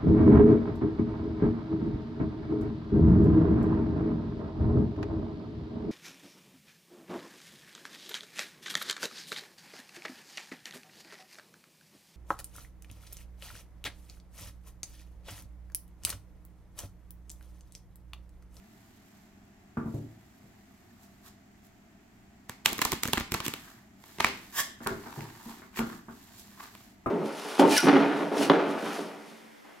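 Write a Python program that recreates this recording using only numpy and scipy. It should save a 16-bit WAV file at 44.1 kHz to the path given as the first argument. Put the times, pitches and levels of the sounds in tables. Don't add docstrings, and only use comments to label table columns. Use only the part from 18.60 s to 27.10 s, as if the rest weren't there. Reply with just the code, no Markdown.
import sys
import numpy as np
from scipy import signal
from scipy.fft import rfft, irfft
from scipy.io import wavfile
from scipy.ndimage import map_coordinates

SR = 44100
rng = np.random.default_rng(int(sys.argv[2]) if len(sys.argv) > 2 else 0)


def digitize_waveform(pressure):
    field = np.atleast_2d(pressure).T
    bounded = np.clip(field, -1, 1)
    quanta = np.round(bounded * 32767).astype(np.int16)
    wavfile.write(sys.argv[1], SR, quanta)


N = 374850
TIME_S = np.arange(N) / SR

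# (frequency [Hz], gain [dB])
RUSH_SPECTRUM = [(20, -4.5), (110, 0), (160, -4.5), (210, 3), (400, -8), (510, -25.5), (670, -6.5),
                 (1000, -17.5), (2000, -16), (4000, -29.5), (7500, -27.5), (9500, -44), (16000, -43)]
RUSH_DB, HUM_DB, HUM_HZ = -58, -65, 199

# (start [s], end [s], hiss level [dB])
RUBS = [(0, 0.665, -74), (1.278, 2.633, -78.5), (5.428, 6.096, -60.5), (6.235, 7.046, -61.5),
        (7.496, 8.296, -62.5)]
RUB_FADE_S, HOLD_DB = 0.067, -76
# (peak time [s], nominal half length [s], scrape drive [dB], hiss level [dB],
# resonance of the held cards [Hz])
SLIDES = [(1.356, 0.069, -88, -64, 1200), (2.442, 0.034, -72, -63, 1170), (2.674, 0.026, -59, -54.5, 1140),
          (3.062, 0.023, -78, -63, 2400), (4.854, 0.0086, -40, -36.5, 3030), (5.054, 0.15, -58, -57, 1390),
          (6.242, 0.017, -55, -53, 1900), (6.587, 0.13, -50.5, -57, 900), (6.902, 0.073, -53.5, -54, 990),
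          (7.188, 0.018, -39.5, -41.5, 2420), (7.32, 0.094, -53.5, -55.5, 1250),
          (7.8, 0.034, -95, -53, 1200), (8.039, 0.038, -50, -52.5, 1130)]
STROKE_SKEW = 1.25
# (frequency [Hz], gain [dB])
SCRAPE_SPECTRUM = [(60, -25), (370, -0.5), (520, -18), (800, -3), (1150, -3), (1400, -7), (1750, -1.5),
                   (2500, -10.5), (3300, -12.5), (5000, -13.5), (12000, -49)]
# (frequency [Hz], gain [dB])
EDGE_SPECTRUM = [(1500, -12.5), (4000, -2.5), (5500, -4), (7400, -1), (9500, -9), (12000, -1.5),
                 (15000, -6), (17000, -14.5)]
# (frequency [Hz], gain [dB])
CRACK_SPECTRUM = [(150, -15.5), (400, -1.5), (600, -9), (1000, 1.5), (1500, -5.5), (2300, -3), (4000, -5.5),
                  (7000, -12.5), (16000, -28)]

# (frequency [Hz], gain [dB])
ROOM_SPECTRUM = [(40, -4.5), (140, -7.5), (230, 2), (800, -5), (2000, -3.5), (5000, 0.5), (16000, -5)]
# (frequency [Hz], t60 [s])
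ROOM_T60 = [(150, 0.64), (700, 0.38), (2000, 0.49), (13000, 0.26)]
# (frequency [Hz], relative level [dB])
ORNAMENTS = [(511, -7.5), (659, 4.5), (785, 1.5), (883, -3.5), (986, -5.5), (1179, -3.5), (1416, -0.5),
             (1642, -2), (1760, -4), (2135, 3), (2449, -0.5), (3736, -0.5)]
ORNAMENT_T60_S = 0.28

# (time [s], relative boom level [dB], centre of the excited table modes [Hz],
# clack level [dB], nominal cloth cut-off [Hz])
KNOCKS = [(1.17, -30, 220, -38.5, 1650), (1.258, -34, 215, -51, 1490), (1.341, -32, 125, -58, 990),
          (1.836, -54, 137, -74, 500), (6.072, -64, 290, -56, 890), (6.204, -45.5, 233, -47.5, 1750),
          (6.262, -37, 385, -31, 1880), (6.31, -35.5, 384, -41.5, 1670), (6.461, -45.5, 235, -44.5, 1700),
          (6.574, -37, 150, -58, 1200), (6.86, -44.5, 229, -58, 1210), (7.019, -60, 268, -50.5, 2400),
          (7.19, -31.5, 229, -36.5, 1590), (7.199, -35, 229, -35.5, 1620), (7.483, -47, 241, -47.5, 1880),
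          (8.46, -32, 280, -28.5, 1350)]
# (frequency [Hz], relative level [dB], t60 [s])
TABLE_MODES = [(113.5, 7, 0.62), (146.5, 7, 0.41), (229, 3.5, 0.35), (256, -5, 0.6), (344.6, -9.5, 0.54),
               (371, 0, 0.3), (407, -1, 0.53)]
# (frequency [Hz], gain [dB])
CLACK_SPECTRUM = [(80, -9.5), (400, -2.5), (520, -10.5), (700, -8), (1100, 0), (1500, -2.5), (3000, -12)]
# (multiple of its cut-off [ratio], gain [dB])
CLOTH_LOSS = [(.93, -0.5), (1.15, -14), (1.8, -19), (3, -37)]
# (frequency [Hz], gain [dB])
SLAP_SPECTRUM = [(25, -10.5), (70, -2.5), (160, -3.5), (340, -1.5), (460, -9.5), (620, -15), (1500, -43),
                 (6000, -50.5)]

# (time [s], card body level [dB], edge tick level [dB], air slap level [dB], flex pitch [Hz])
SNAPS = [ (3.8955, -36, -39.5, -40.5, 1830), (4.0592, -17, -19, -31.5, 3160), (4.1225, -44, -48, -32, 900),
         (4.1305, -38, -31, -50, 2600), (4.181, -39, -35.5, -41, 3560), (4.191, -31, -39, -33.5, 1990),
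         (4.217, -25, -24.5, -44, 2270), (4.2198, -23.5, -40, -35, 1760), (4.2238, -31.5, -33, -42, 3400),
         (4.251, -32, -24, -43, 3360), (4.2542, -25, -43, -33, 1060), (4.3195, -31, -27, -54, 2370),
         (4.3275, -29, -43, -28, 1510), (4.3322, -31.5, -33.5, -31, 3250), (4.434, -27, -24, -43, 3370),
         (4.454, -31.5, -40, -30, 1540), (4.4762, -43, -34, -47, 2820), (4.484, -35.5, -42, -30.5, 1700),
         (4.533, -22.5, -25, -27.5, 3400), (4.5352, -27, -45, -31.5, 1310),
         (4.574, -26.5, -47, -28.5, 1700), (4.579, -26, -36, -34, 2000), (4.5995, -41, -39, -39, 2470),
         (4.608, -32.5, -59, -30, 1300), (4.72, -31, -29.5, -28.5, 2380), (4.741, -28.5, -29.5, -55, 2100),
         (4.7455, -26, -40, -29.5, 1400), (4.803, -30, -44, -36.5, 1530), (4.864, -32, -32, -33.5, 3200),
         (4.881, -32, -30.5, -30.5, 2250), (4.938, -32.5, -37, -38.5, 3020), (5.439, -49.5, -68, -64, 1770),
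         (5.585, -41, -62, -40, 1670), (5.602, -24.5, -52, -38, 2100), (5.6052, -20.5, -37, -30, 1800),
         (5.6456, -15, -33, -29, 2000), (6.272, -29, -32.5, -41, 1700), (6.607, -42, -52, -56, 2120),
         (7.173, -39, -44, -53, 2340), (7.191, -31.5, -40.5, -31, 2500), (8.151, -47, -54, -55, 2430)]
# (multiple of flex pitch [ratio], relative level [dB])
CARD_MODES = [(1.004, 18.5), (1.45, -10.5)]
# (multiple of flex pitch [ratio], gain [dB])
FLEX_RADIATION = [(.6, 1), (0.878, 2.5), (1.2, 3), (1.7, -4)]

# (time [s], speed level [dB])
SPRING_SPEED = [(5.925, -21.5), (5.96, -7), (5.985, 3), (6.005, 5.5), (6.024, -10), (6.033, -23)]
# (frequency [Hz], width [Hz], relative level [dB])
PACKET_MODES = [(1164, 96, 5.5), (1750, 300, 10.5), (3120, 610, 3.5), (5300, 1000, 5.5), (7150, 300, 3)]
# (frequency [Hz], gain [dB])
PACKET_NOTCH = [(600, 1.5), (3700, 1), (4300, -6.5), (4900, 0.5)]
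STRAIGHT_S, RISE_OCTAVES_PER_S = 6.0, 1.2

# (frequency [Hz], left minus right [dB])
MIC_BALANCE = [(1500, 0), (5000, 1), (8000, -5.5), (13000, -6)]
RIGHT_LAG_US, LOW_CUT_HZ, TOP_HZ = 65.4, 15, 15900


def amp(db):
    return 10 ** (np.asarray(db) / 20)


def at_hz(points, hz):
    f_hz, value = np.transpose(points)
    return np.interp(np.log(hz + 0.0011), np.log(f_hz), value)


def colour(x, points):
    size = 4096
    gain = amp(at_hz(points, np.fft.rfftfreq(size, 1 / SR)))
    cepstrum = irfft(np.log(gain))
    cepstrum[1:size // 2] *= 2
    cepstrum[size // 2 + 1:] = 0
    response = irfft(np.exp(rfft(cepstrum)))[:size // 2]
    return signal.oaconvolve(x, response[None], axes=1)[:, :x.shape[1]]


def level(x, db, seconds):
    energy = np.mean(np.sum(x ** 2, axis=1))
    return x * amp(db) * np.sqrt(seconds * SR / energy)


def fade(t, t60_s):
    return amp(-60 * t / t60_s)


def spread(db):
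    return amp(np.array([[db], [-db]]) / 2)


def stereo_noise(n, apart_hz):
    mid, side = rfft(rng.standard_normal((2, n)))
    f_hz = np.fft.rfftfreq(n, 1 / SR)
    share = .5 * f_hz ** 2 / (f_hz ** 2 + apart_hz ** 2)
    mid, side = mid * np.sqrt(1 - share), side * np.sqrt(share)
    return irfft(np.array([mid + side, mid - side]), n)


def add(track, s, sound):
    i = int(s * SR)
    track[:, i:i + sound.shape[1]] += sound[:, :max(N - i, 0)]


def resonate(x, peaks):
    total = 0
    for hz, width_hz, db in peaks:
        rung = signal.lfilter(*signal.iirpeak(hz, hz / width_hz, SR), x)
        total = total + amp(db) * level(rung, 0, x.shape[1] / SR)
    return total


def ambience(waver_db=3):
    rush = level(colour(stereo_noise(N, 530), RUSH_SPECTRUM), RUSH_DB, N / SR)
    drift = np.interp(TIME_S, np.linspace(0, N / SR, 60), rng.standard_normal(60))
    hum = amp(waver_db * drift) * np.sin(2 * np.pi * HUM_HZ * TIME_S + drift)
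    return rush + level(hum[None], HUM_DB, N / SR)


def friction(points, grain_db, grain_hz):
    knots_s = np.cumsum(rng.exponential(1, N // 16)) / grain_hz
    strength = np.clip(rng.standard_normal(len(knots_s)), -2, 2.5)
    grip = amp(grain_db * np.interp(TIME_S, knots_s, strength))
    return level(colour(stereo_noise(N, 1740) * grip, points), 0, N / SR)


def slides(rub_scrape_db=-3, roundness=1.48, resonance_db=-2, broad_db=-4, sharpness=3.5,
           ticks_hz=260, tick_db=-7):
    scrape, hiss = np.zeros((2, N)), np.zeros(N)
    grains = friction(SCRAPE_SPECTRUM, grain_db=5.5, grain_hz=458.6)
    for s, half_s, scrape_db, hiss_db, hz in SLIDES:
        rise_s, fall_s = half_s * STROKE_SKEW, half_s / STROKE_SKEW
        span = slice(*np.searchsorted(TIME_S, [s - 10 * rise_s, s + 10 * fall_s]))
        distance = np.maximum((s - TIME_S[span]) / rise_s, (TIME_S[span] - s) / fall_s)
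        speed = np.exp(-distance ** roundness)
        rung = resonate(grains[:, span], [(hz, hz / sharpness, resonance_db)])
        scrape[:, span] += amp(scrape_db) * speed * (rung + amp(broad_db) * grains[:, span])
        hiss[span] += amp(hiss_db) * speed

    rub = amp(HOLD_DB)
    for start_s, end_s, db in RUBS:
        inside_s = np.minimum(TIME_S - start_s, end_s - TIME_S)
        rub = rub + amp(db) * np.clip(.5 + inside_s / (2 * RUB_FADE_S), 0, 1)
    catches = (rng.random(N) < ticks_hz / SR) * rng.random(N)
    ticks = level(colour(catches * rng.uniform(0.91, 1, (2, N)), CRACK_SPECTRUM), tick_db, N / SR)
    rubbing = rub * (amp(rub_scrape_db) * grains + ticks)
    hissing = np.hypot(hiss, rub) * friction(EDGE_SPECTRUM, grain_db=2.5, grain_hz=601)
    return scrape + rubbing + hissing


def ornaments(t):
    common = rng.uniform(0, 2 * np.pi, (len(ORNAMENTS), 1, 1))
    phases = common + .5 * rng.standard_normal((len(ORNAMENTS), 2, 1))
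    partials = (amp(db) * np.sin(2 * np.pi * hz * t + phase) for (hz, db), phase in zip(ORNAMENTS, phases))
    return fade(t, ORNAMENT_T60_S) * sum(partials)


def room(x, wet_db, first_s=0.0067, build_s=0.0024, ornament_db=-23):
    t = np.arange(SR * 3 // 4) / SR
    spectrum, f_hz = rfft(stereo_noise(len(t), 700)), np.fft.rfftfreq(len(t), 1 / SR)
    octaves_hz = np.geomspace(125, 16000, 8)
    tail = 0
    for hz, band in zip(octaves_hz, np.eye(len(octaves_hz))):
        band_noise = irfft(spectrum * at_hz(np.c_[octaves_hz, band], f_hz), len(t))
        tail = tail + band_noise * fade(t, at_hz(ROOM_T60, hz))
    build = np.clip((t - first_s) / build_s, 0, 1)
    tail = colour(level(tail * build, wet_db, 1 / SR), ROOM_SPECTRUM)
    response = tail + level(ornaments(t), ornament_db, 1 / SR)
    return signal.oaconvolve(x, response, axes=1)[:, :N]


def knocks(reach_octaves=0.344, clack_t60_s=0.15, thud_t60_s=0.25, boom_db=-1.5, thud_db=-7, ornament_db=-6):
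    rings, blows = np.zeros((2, N)), np.zeros((2, N))
    t = np.arange(SR // 2) / SR
    boom_window_s, clack_window_s = .04, .02
    for s, db, centre_hz, clack_db, cut_hz in KNOCKS:
        boom = 0
        for k, (hz, mode_db, t60_s) in enumerate(TABLE_MODES):
            reach = np.exp(-(np.log2(hz / centre_hz) / reach_octaves) ** 2 / 2)
            mode = np.sin(2 * np.pi * hz * t) * fade(t, t60_s)
            boom = boom + amp(mode_db) * reach * (-1) ** k * mode
        thud = colour(stereo_noise(len(t), 820) * fade(t, thud_t60_s), SLAP_SPECTRUM)
        cloth = [(cut_hz * ratio, gain_db) for ratio, gain_db in CLOTH_LOSS]
        clack = colour(stereo_noise(len(t), 730) * fade(t, clack_t60_s), CLACK_SPECTRUM)
        clack = colour(clack, cloth)
        chime = colour(ornaments(t), cloth)
        add(rings, s, level(boom[None], db + boom_db, boom_window_s))
        add(rings, s, level(chime, clack_db + ornament_db, clack_window_s))
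        add(blows, s, level(thud, db + thud_db, boom_window_s))
        add(blows, s, level(clack, clack_db, clack_window_s))
    return rings, blows


def snaps(events, crack_t60_s=0.017, edge_t60_s=0.0099, ring_t60_s=0.013, slap_t60_s=0.043, ring_share_db=-8,
          click_db=11, swell_db=-20, swell_s=0.0047, slap_send_db=-5, edge_send_db=-1.5):
    near, sent = np.zeros((2, N)), np.zeros((2, N))
    window_s, lead = .005, 512
    t = np.arange(-lead, SR // 16) / SR
    after, release = np.maximum(t, 0), (t == 0)[None] * 1.
    swell = amp(swell_db) * np.exp(np.minimum(t, 0) / swell_s)
    crack_envelope = np.where(t < 0, swell, fade(after, crack_t60_s))
    edge_envelope = np.where(t < 0, swell, fade(after, edge_t60_s))
    slap_envelope = (t >= 0) * fade(after, slap_t60_s)
    body_click = colour(release, CRACK_SPECTRUM)
    edge_click = colour(release, EDGE_SPECTRUM)
    slap_click = colour(release, SLAP_SPECTRUM)
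    for s, body_db, edge_db, slap_db, flex_hz in events:
        crack = amp(click_db) * release + stereo_noise(len(t), 2700) * crack_envelope
        crack = colour(crack, CRACK_SPECTRUM)
        modes = sum(amp(db) * np.sin(2 * np.pi * flex_hz * ratio * after) for ratio, db in CARD_MODES)
        ring = fade(after, ring_t60_s) * modes
        flex = [(flex_hz * ratio, db) for ratio, db in FLEX_RADIATION]
        body = level(colour(crack, flex), 0, window_s) + level(ring[None], ring_share_db, window_s)
        edge = colour(stereo_noise(len(t), 2000) * edge_envelope, EDGE_SPECTRUM)
        slap = colour(8 * release + stereo_noise(len(t), 1400) * slap_envelope, SLAP_SPECTRUM)
        parts = [(body, body_db, colour(body_click, flex), 0),
                 (edge, edge_db, edge_click, edge_send_db),
                 (slap, slap_db, slap_click, slap_send_db)]
        for sound, db, click, send_db in parts:
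            add(near, s - lead / SR, level(sound, db, window_s) * spread(-1.3))
            add(sent, s - lead / SR, level(click, db + send_db, window_s))
    return near, sent


def loose_cards(events, below_db=-12, edge_db=-5, mean_delay_s=0.035, tick_t60_s=0.007, count=3):
    force, t = np.zeros((1, N)), np.arange(SR // 50) / SR
    for s, body_db, *_ in events:
        for wait, size in rng.random((count, 2)):
            tick = size * amp(body_db + below_db) * fade(t, tick_t60_s)
            add(force, s + 2 * mean_delay_s * wait, tick[None])
    noise = stereo_noise(N, 2000)
    body = level(colour(noise, CRACK_SPECTRUM), 0, N / SR)
    edge = level(colour(noise, EDGE_SPECTRUM), edge_db, N / SR)
    return force * (body + edge)


def glide(x, start_s, end_s):
    octaves = RISE_OCTAVES_PER_S * (np.clip(TIME_S, start_s, end_s) - STRAIGHT_S)
    position = np.cumsum(2 ** octaves)
    return np.array([map_coordinates(channel, [position], order=3, mode="mirror") for channel in x])


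def spring(rasp_db=-35, hiss_db=-34, flicks_hz=1500, size_db=2):
    times_s = np.cumsum(rng.uniform(.2, 1.8, N // 16)) / flicks_hz
    times_s = times_s[times_s < (N - 1) / SR]
    sizes = amp(size_db * rng.standard_normal(len(times_s))) * rng.choice([-1, 1], len(times_s))
    impulses = np.bincount((times_s * SR).astype(int), sizes, N)
    flicks = level(impulses[None], 0, N / SR) + stereo_noise(N, 1300)
    rasp = glide(resonate(flicks, PACKET_MODES), SPRING_SPEED[0][0], SPRING_SPEED[-1][0])
    hiss = colour(flicks, EDGE_SPECTRUM)
    speed = amp(np.interp(TIME_S, *np.transpose(SPRING_SPEED), left=-np.inf, right=-np.inf))
    both = level(rasp, rasp_db, N / SR) + level(hiss, hiss_db, N / SR)
    return speed * colour(both, PACKET_NOTCH)


def scene(blow_send_db=3.5, slide_send_db=0):
    background = ambience()
    rustle = slides()
    rings, blows = knocks()
    cards, cards_sent = snaps(SNAPS)
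    rustle = rustle + loose_cards(SNAPS) + spring()
    radiated = cards_sent + amp(blow_send_db) * blows + amp(slide_send_db) * rustle
    return cards + rings + blows + rustle + room(radiated, wet_db=-5.5) + background


def record(dry):
    left = colour(dry[:1], [(hz, db / 2) for hz, db in MIC_BALANCE])
    right = colour(dry[1:2], [(hz, -db / 2) for hz, db in MIC_BALANCE])
    lag_s = RIGHT_LAG_US / 1e6
    right = irfft(rfft(right) * np.exp(-2j * np.pi * np.fft.rfftfreq(N, 1 / SR) * lag_s), N)
    low_cut = signal.butter(2, LOW_CUT_HZ, "highpass", fs=SR, output="sos")
    top_cut = signal.ellip(10, .2, 70, TOP_HZ, fs=SR, output="sos")
    both = signal.sosfilt(low_cut, np.vstack([left, right]))
    return signal.sosfilt(top_cut, both)


dry = scene()
out = record(dry)
digitize_waveform(out)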